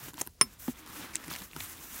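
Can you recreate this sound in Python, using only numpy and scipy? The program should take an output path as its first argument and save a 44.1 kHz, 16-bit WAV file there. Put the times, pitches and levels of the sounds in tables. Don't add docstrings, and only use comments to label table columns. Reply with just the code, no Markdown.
import sys
import numpy as np
from scipy import signal
from scipy.io import wavfile

SR = 44100
rng = np.random.default_rng(int(sys.argv[2]) if len(sys.argv) > 2 else 0)


def decibels_to_gain(level_db):
    exponent = np.asarray(level_db, float) / 20
    return 10 ** exponent


def put_to_file(sound):
    columns = np.atleast_2d(sound).T
    safe = np.clip(columns, -1, 1)
    whole_steps = np.round(safe * 32767)
    wavfile.write(sys.argv[1], SR, whole_steps.astype(np.int16))


N = 88200

# time_s, level_db
PALM_RUBS = [
    (0, -48),
    (.09, -46.5),
    (.125, -64),
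    (.165, -57),
    (.2, -40),
    (.24, -57.5),
    (.27, -51.5),
    (.285, -65.5),
    (.41, -76),
             (.42, -55.5),
    (.54, -58.5),
    (0.574, -73),
    (0.598, -48.5),
    (0.709, -44),
    (.745, -64.5),
    (0.789, -48.5),
    (.85, -60),
    (0.998, -44.5),
             (1.1, -57),
    (1.21, -56.5),
    (1.33, -46),
    (1.44, -47.5),
    (1.49, -61),
    (1.598, -44.5),
    (1.75, -50.5),
    (1.9, -46.5),
    (2, -44.5),
]
# frequency_hz, level_db (per Hz)
SKIN_TONE = [(290, -5.5), (500, -16.5), (1360, -5.5), (1840, -6.5), (3490, -10), (5020, -15), (5880, -5.5),
             (13100, -10.5), (16000, 36.5)]
# time_s, level_db
DRAG = [(0, -53.5), (.1, -52.5), (.13, -64.5), (.2, -50), (.3, -99), (.4, -63), (.44, -64.5), (.57, -64.5),
        (.68, -76), (.75, -56), (.87, -51.5), (.93, -51), (1.01, -45), (1.2, -55.5), (1.33, -46),
        (1.5, -59), (1.6, -55), (2, -53)]
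# frequency_hz, level_db (per Hz)
WOOD_TONE = [(71, -30), (120, -13), (290, -9), (498, -21.5), (627, -17), (738, -19), (1010, -12.5),
             (3790, -21.5), (6000, -28), (7800, -36), (13200, -120)]
# start_s, peak_db, pitch_hz, thud_db
FIBRE_SNAPS = [(.084, -36.5, 2830, -45.5), (.135, -41.5, 7000, -51), (.1415, -35.5, 11000, -52.5),
               (.142, -40, 3500, -58), (.172, -40, 6000, -77), (.1805, -37, 3530, -46),
               (.188, -39, 5000, -63), (.1935, -50, 3000, -70), (.199, -37, 9400, -59),
               (.205, -35, 6000, -64), (.2128, -19, 6100, -38), (.2135, -21.5, 12100, -60),
               (.2145, -22.5, 1060, -56), (.2152, -24, 600, -61), (.2158, -18, 8000, -38.5),
               (.265, -37, 12100, -54.5), (.2732, -24.5, 11600, -54), (.274, -36.5, 890, -46.5),
               (.8628, -34, 1150, -66), (.875, -35, 990, -70), (.884, -56, 1200, -70),
               (1.1335, -41.5, 6000, -75), (1.1372, -35, 2000, -71), (1.1415, -35, 5800, -66),
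               (1.149, -33, 2100, -68), (1.1499, -38, 6000, -72), (1.1627, -38, 5800, -73),
               (1.1627, -32, 2800, -70), (1.166, -33, 5800, -67), (1.1662, -37, 2400, -56),
               (1.2805, -38, 9500, -49), (1.2811, -30, 1800, -51), (1.5125, -40.5, 3100, -70),
               (1.5328, -34, 2400, -58), (1.5638, -26, 1300, -45), (1.6028, -30, 2180, -62),
               (1.6049, -28, 4050, -65), (1.6066, -29, 2280, -51), (1.6083, -37, 5550, -73),
               (1.6143, -34, 8500, -60), (1.779, -45, 4000, -62)]
# start_s, peak_db, pitch_hz, thud_db
CRACKS = [
    (0.4118, -16.5, 1930, -46),
    (.413, -15, 1340, -66),
    (0.4175, -22.5, 2230, -56),
    (0.42, -28, 3050, -74),
    (.4115, -19.5, 6200, -40),
    (.6795, -31, 1300, -46.5),
    (.681, -32.5, 780, -72),
    (.6865, -39, 2300, -55),
    (.6802, -40, 4000, -69),
]
# start_s, peak_db, pitch_hz, thud_db
BREAKS = [
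    (1.1549, -22.5, 5700, -59),
    (1.1559, -23.5, 2250, -74),
    (1.1562, -11.5, 7530, -72),
    (1.1575, -35, 8900, -63),
    (1.3522, -26, 2200, -62),
    (1.3525, -30.5, 4630, -68),
    (1.3861, -35, 3900, -70),
    (1.5637, -27, 3000, -43.5),
    (1.5645, -35, 6000, -73),
]
# start_s, peak_db, pitch_hz, thud_db
RIPS = [(1.239, -35, 2030, -60), (1.243, -37, 2020, -50), (1.2995, -33.5, 4500, -73),
        (1.3035, -31, 3600, -60), (1.3045, -34, 8000, -70), (1.309, -37.5, 6500, -68),
        (1.313, -36, 3500, -66), (1.3185, -34, 3300, -65), (1.322, -35, 5000, -70), (1.327, -29, 5370, -73),
        (1.3365, -27, 3800, -68), (1.345, -37, 4020, -67), (1.3535, -37, 1400, -54),
        (1.360, -34, 9500, -70), (1.361, -25, 2500, -70), (1.364, -38, 6800, -70),
        (1.396, -41.5, 4000, -57), (1.402, -36, 3300, -72), (1.419, -37, 4500, -51)]
# pitch_hz, level_db, t60_s (time to fade by 60 dB)
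CARD_MODES = [(169, -9.5, 0.09), (254, -4.5, 0.013), (350, 4, 0.018), (660, -11.5, 0.017), (977, 5, 0.019),
              (1500, 1.5, 0.01)]
# start_s, level_db
CLINKS = [
    (.4116, -34),
    (.4124, -14),
    (.4172, -28.5),
]
# pitch_hz, level_db, t60_s
BLADE_MODES = [(5280, -4, .09), (5279, -3, .024), (5345, -18, .03), (5560, -18, .03), (6430, -17, .015),
               (6790, -14, .015), (9200, -15, .03), (9310, -7, .03), (9415, 4, .035), (9548, -1, .045),
               (9760, -13, .035), (11820, -26, .11), (13330, -24, .025), (15560, -21, .06)]
# pitch_hz, level_db, t60_s
KNOCK_MODES = [(140, -23, .09), (215, -25.5, 0.16), (262, -25, 0.1), (382, -29, 0.18), (448, -23, 0.04),
               (1075, -3.5, 0.015), (1310, -9, .018), (1675, -8.5, 0.017), (2030, -10.5, .02),
               (2230, -7.5, 0.02), (2650, -18, .016), (3160, -19, .018), (3535, -20, .018)]
# start_s, level_db
THUMPS = [
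    (.681, -25.5),
    (.6848, -27.5),
    (.693, -34.5),
    (.708, -50),
]
# pitch_hz, level_db, t60_s
TABLE_MODES = [(226, 3.5, 0.033), (264, -8, .03), (320, -13, 0.041)]
# peak_s, level_db, pitch_hz, length_s
ROCKS = [(.035, -49, 137, 0.075), (.155, -46.5, 298, 0.026), (.44, -42.5, 260, 0.043),
         (.47, -50, 215, 0.049), (.82, -53, 312, 0.073), (1.0, -46, 290, .06), (1.17, -49, 320, .06),
         (1.287, -39, 313, 0.013), (1.287, -43, 160, .05), (1.42, -44.5, 184, 0.035),
         (1.568, -49, 150, 0.058), (1.63, -46.5, 92, 0.062), (1.80, -56, 149, 0.078)]
# frequency_hz, level_db (per Hz)
AIR_TONE = [(15, -34), (25, 6), (59, 15.5), (317, -8), (463, -4.5), (1330, -28.5), (4870, -13.5),
            (11900, -19.5), (16000, -22)]


def rms_one(x):
    return x / np.sqrt(np.mean(x ** 2) + 1e-20)


def level(rows):
    return decibels_to_gain(np.interp(np.arange(N) / SR, *np.transpose(rows)))


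def drift(rate_hz):
    r = np.exp(-80 * np.pi * rate_hz / SR)
    noise = rng.standard_normal(N // 40 + 2002)
    slow = signal.lfilter([1], [1, -2 * r, r * r], noise)[2000:]
    return np.interp(np.arange(N) / 40, np.arange(len(slow)), rms_one(slow))


def bandpass(x, edges_hz):
    return signal.sosfilt(signal.butter(2, edges_hz, "band", fs=SR, output="sos"), x)


def friction(tone, patchy_db, grain_db):
    out, together = 0, drift(14)
    edges = 22 * 2 ** np.arange(0, 9.8, .5)
    grain = np.repeat(rng.exponential(1, N // 20 + 1), 20)[:N]
    rough = rng.standard_normal((2, N)) * decibels_to_gain(grain_db * grain)
    hz, db = np.transpose(tone)
    for k, (low, high) in enumerate(zip(edges, edges[1:])):
        band = bandpass(rough[k % 2], [low, high])
        colour_db = np.interp(np.log(low * high) / 2, np.log(hz), db, left=-90, right=-90)
        flicker_db = patchy_db * (.8 * together + .6 * drift(20))
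        out = out + band * decibels_to_gain(colour_db + flicker_db)
    return rms_one(out)


def palm_on_card():
    return level(PALM_RUBS) * friction(SKIN_TONE, patchy_db=2.27, grain_db=1.5)


def parcel_on_wood():
    return level(DRAG) * friction(WOOD_TONE, patchy_db=2.5, grain_db=1.5)


def strike(hits, modes, spread_db, rise_s=.0001):
    out, (start_s, db) = np.zeros(N), np.transpose(hits)
    luck = rng.standard_normal((len(modes), len(start_s)))
    for (hz, mode_db, t60_s), mode_luck in zip(modes, luck):
        clicks = np.full(N, 1e-18)
        clicks[(start_s * SR).astype(int)] = decibels_to_gain(db + mode_db + spread_db * mode_luck)
        w = 2 * np.pi * hz / SR
        for sign, fade_s in ((1, t60_s), (-1, rise_s)):
            r = decibels_to_gain(-60 / (fade_s * SR))
            out += sign * signal.lfilter([0, np.sin(w)], [1, -2 * r * np.cos(w), r * r], clicks)
    return out


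def snaps(rows, broad_db, t60_s, low_hz, first=3.94, rise_s=.0001):
    length, width = 2000, 1.26
    out, t = np.zeros(N + length), np.arange(length) / SR
    broad_filter = signal.butter(1, [low_hz, 7000], "band", fs=SR)
    for start_s, db, hz, _ in rows:
        noise = rng.standard_normal(length)
        spray = noise * np.abs(noise) * np.minimum(t / rise_s, 1)
        spray = (spray + first * (t == 0)) * decibels_to_gain(-60 * t / t60_s)
        pitched = bandpass(spray, np.clip([hz / width, hz * width], 100, .45 * SR))
        snap = pitched + decibels_to_gain(broad_db) * signal.lfilter(*broad_filter, spray)
        start = int(start_s * SR)
        out[start:start + length] += decibels_to_gain(db) * snap / np.abs(snap).max()
    thuds = [(start_s, thud_db) for start_s, _, _, thud_db in rows]
    return out[:N] + strike(thuds, CARD_MODES, spread_db=4.0)


def fibres():
    out = snaps(FIBRE_SNAPS, -11, t60_s=.0077, low_hz=674)
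    out += snaps(CRACKS, -23, t60_s=.0077, low_hz=674)
    out += snaps(BREAKS, -10, t60_s=.0052, low_hz=1690, first=11.0)
    out += snaps(RIPS, -1.3, t60_s=.013, low_hz=1690, first=0, rise_s=.0016)
    return out


def blade_clink():
    ring = strike(CLINKS, BLADE_MODES, spread_db=1.5, rise_s=.0036)
    return ring + strike(CLINKS, KNOCK_MODES, spread_db=1.5)


def table_thump():
    damping = level([(.697, 0), (.703, -9)])
    return strike(THUMPS, TABLE_MODES, spread_db=1.5, rise_s=.0034) * damping


def rocking():
    out, t = np.zeros(N), np.arange(N) / SR
    sag = .1
    for peak_s, db, hz, length_s in ROCKS:
        u = (t - peak_s) / length_s
        cycles = hz * length_s * (u - sag * u ** 2 / 2)
        out += decibels_to_gain(db) * np.exp(-8 * u ** 2) * np.sin(2 * np.pi * cycles)
    return out


def crackle(force):
    per_s, t60_s, pitches = 1500, .004, np.geomspace(800, 7000, 12)
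    born = rng.random(N) < per_s * decibels_to_gain(3.0 * drift(12)) / SR
    sizes = decibels_to_gain(1.9 * np.minimum(rng.exponential(1, N), 4))
    pops = born * sizes * rng.choice([-1, 1], N) * force
    dealt = rng.integers(0, 12, N)
    out, r = 0, decibels_to_gain(-60 / (t60_s * SR))
    for k, hz in enumerate(pitches):
        w = 2 * np.pi * hz / SR
        mine = pops * (dealt == k) + 1e-18
        out = out + signal.lfilter([np.sin(w)], [1, -2 * r * np.cos(w), r * r], mine)
    return decibels_to_gain(-10) * out


def room(x):
    t60_s, room_db = .083, -20
    t = np.arange(SR // 4) / SR
    dull = signal.lfilter([1], [1, -.7], rng.standard_normal(len(t)))
    tail = dull * decibels_to_gain(-60 * t / t60_s) * (t > .004)
    return decibels_to_gain(room_db) * signal.fftconvolve(x, tail / np.linalg.norm(tail))[:N]


def open_air():
    return decibels_to_gain(-58.5) * friction(AIR_TONE, patchy_db=1.0, grain_db=1.7)


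def scene():
    rub = palm_on_card() + parcel_on_wood()
    hits = fibres() + blade_clink() + table_thump()
    hits = signal.sosfilt(signal.butter(3, 141, "high", fs=SR, output="sos"), hits)
    mix = rub + hits + room(hits) + rocking() + crackle(level(DRAG)) + open_air()
    return mix[None]


def band_limit(x):
    return signal.sosfilt(signal.butter(12, 17030, fs=SR, output="sos"), x)


def record(dry):
    mix = signal.sosfilt(signal.cheby2(12, 30, 16150, fs=SR, output="sos"), dry)
    mix = signal.sosfilt(signal.butter(4, 36, "high", fs=SR, output="sos"), mix)
    return band_limit(mix)


dry = scene()
out = record(dry)
put_to_file(out)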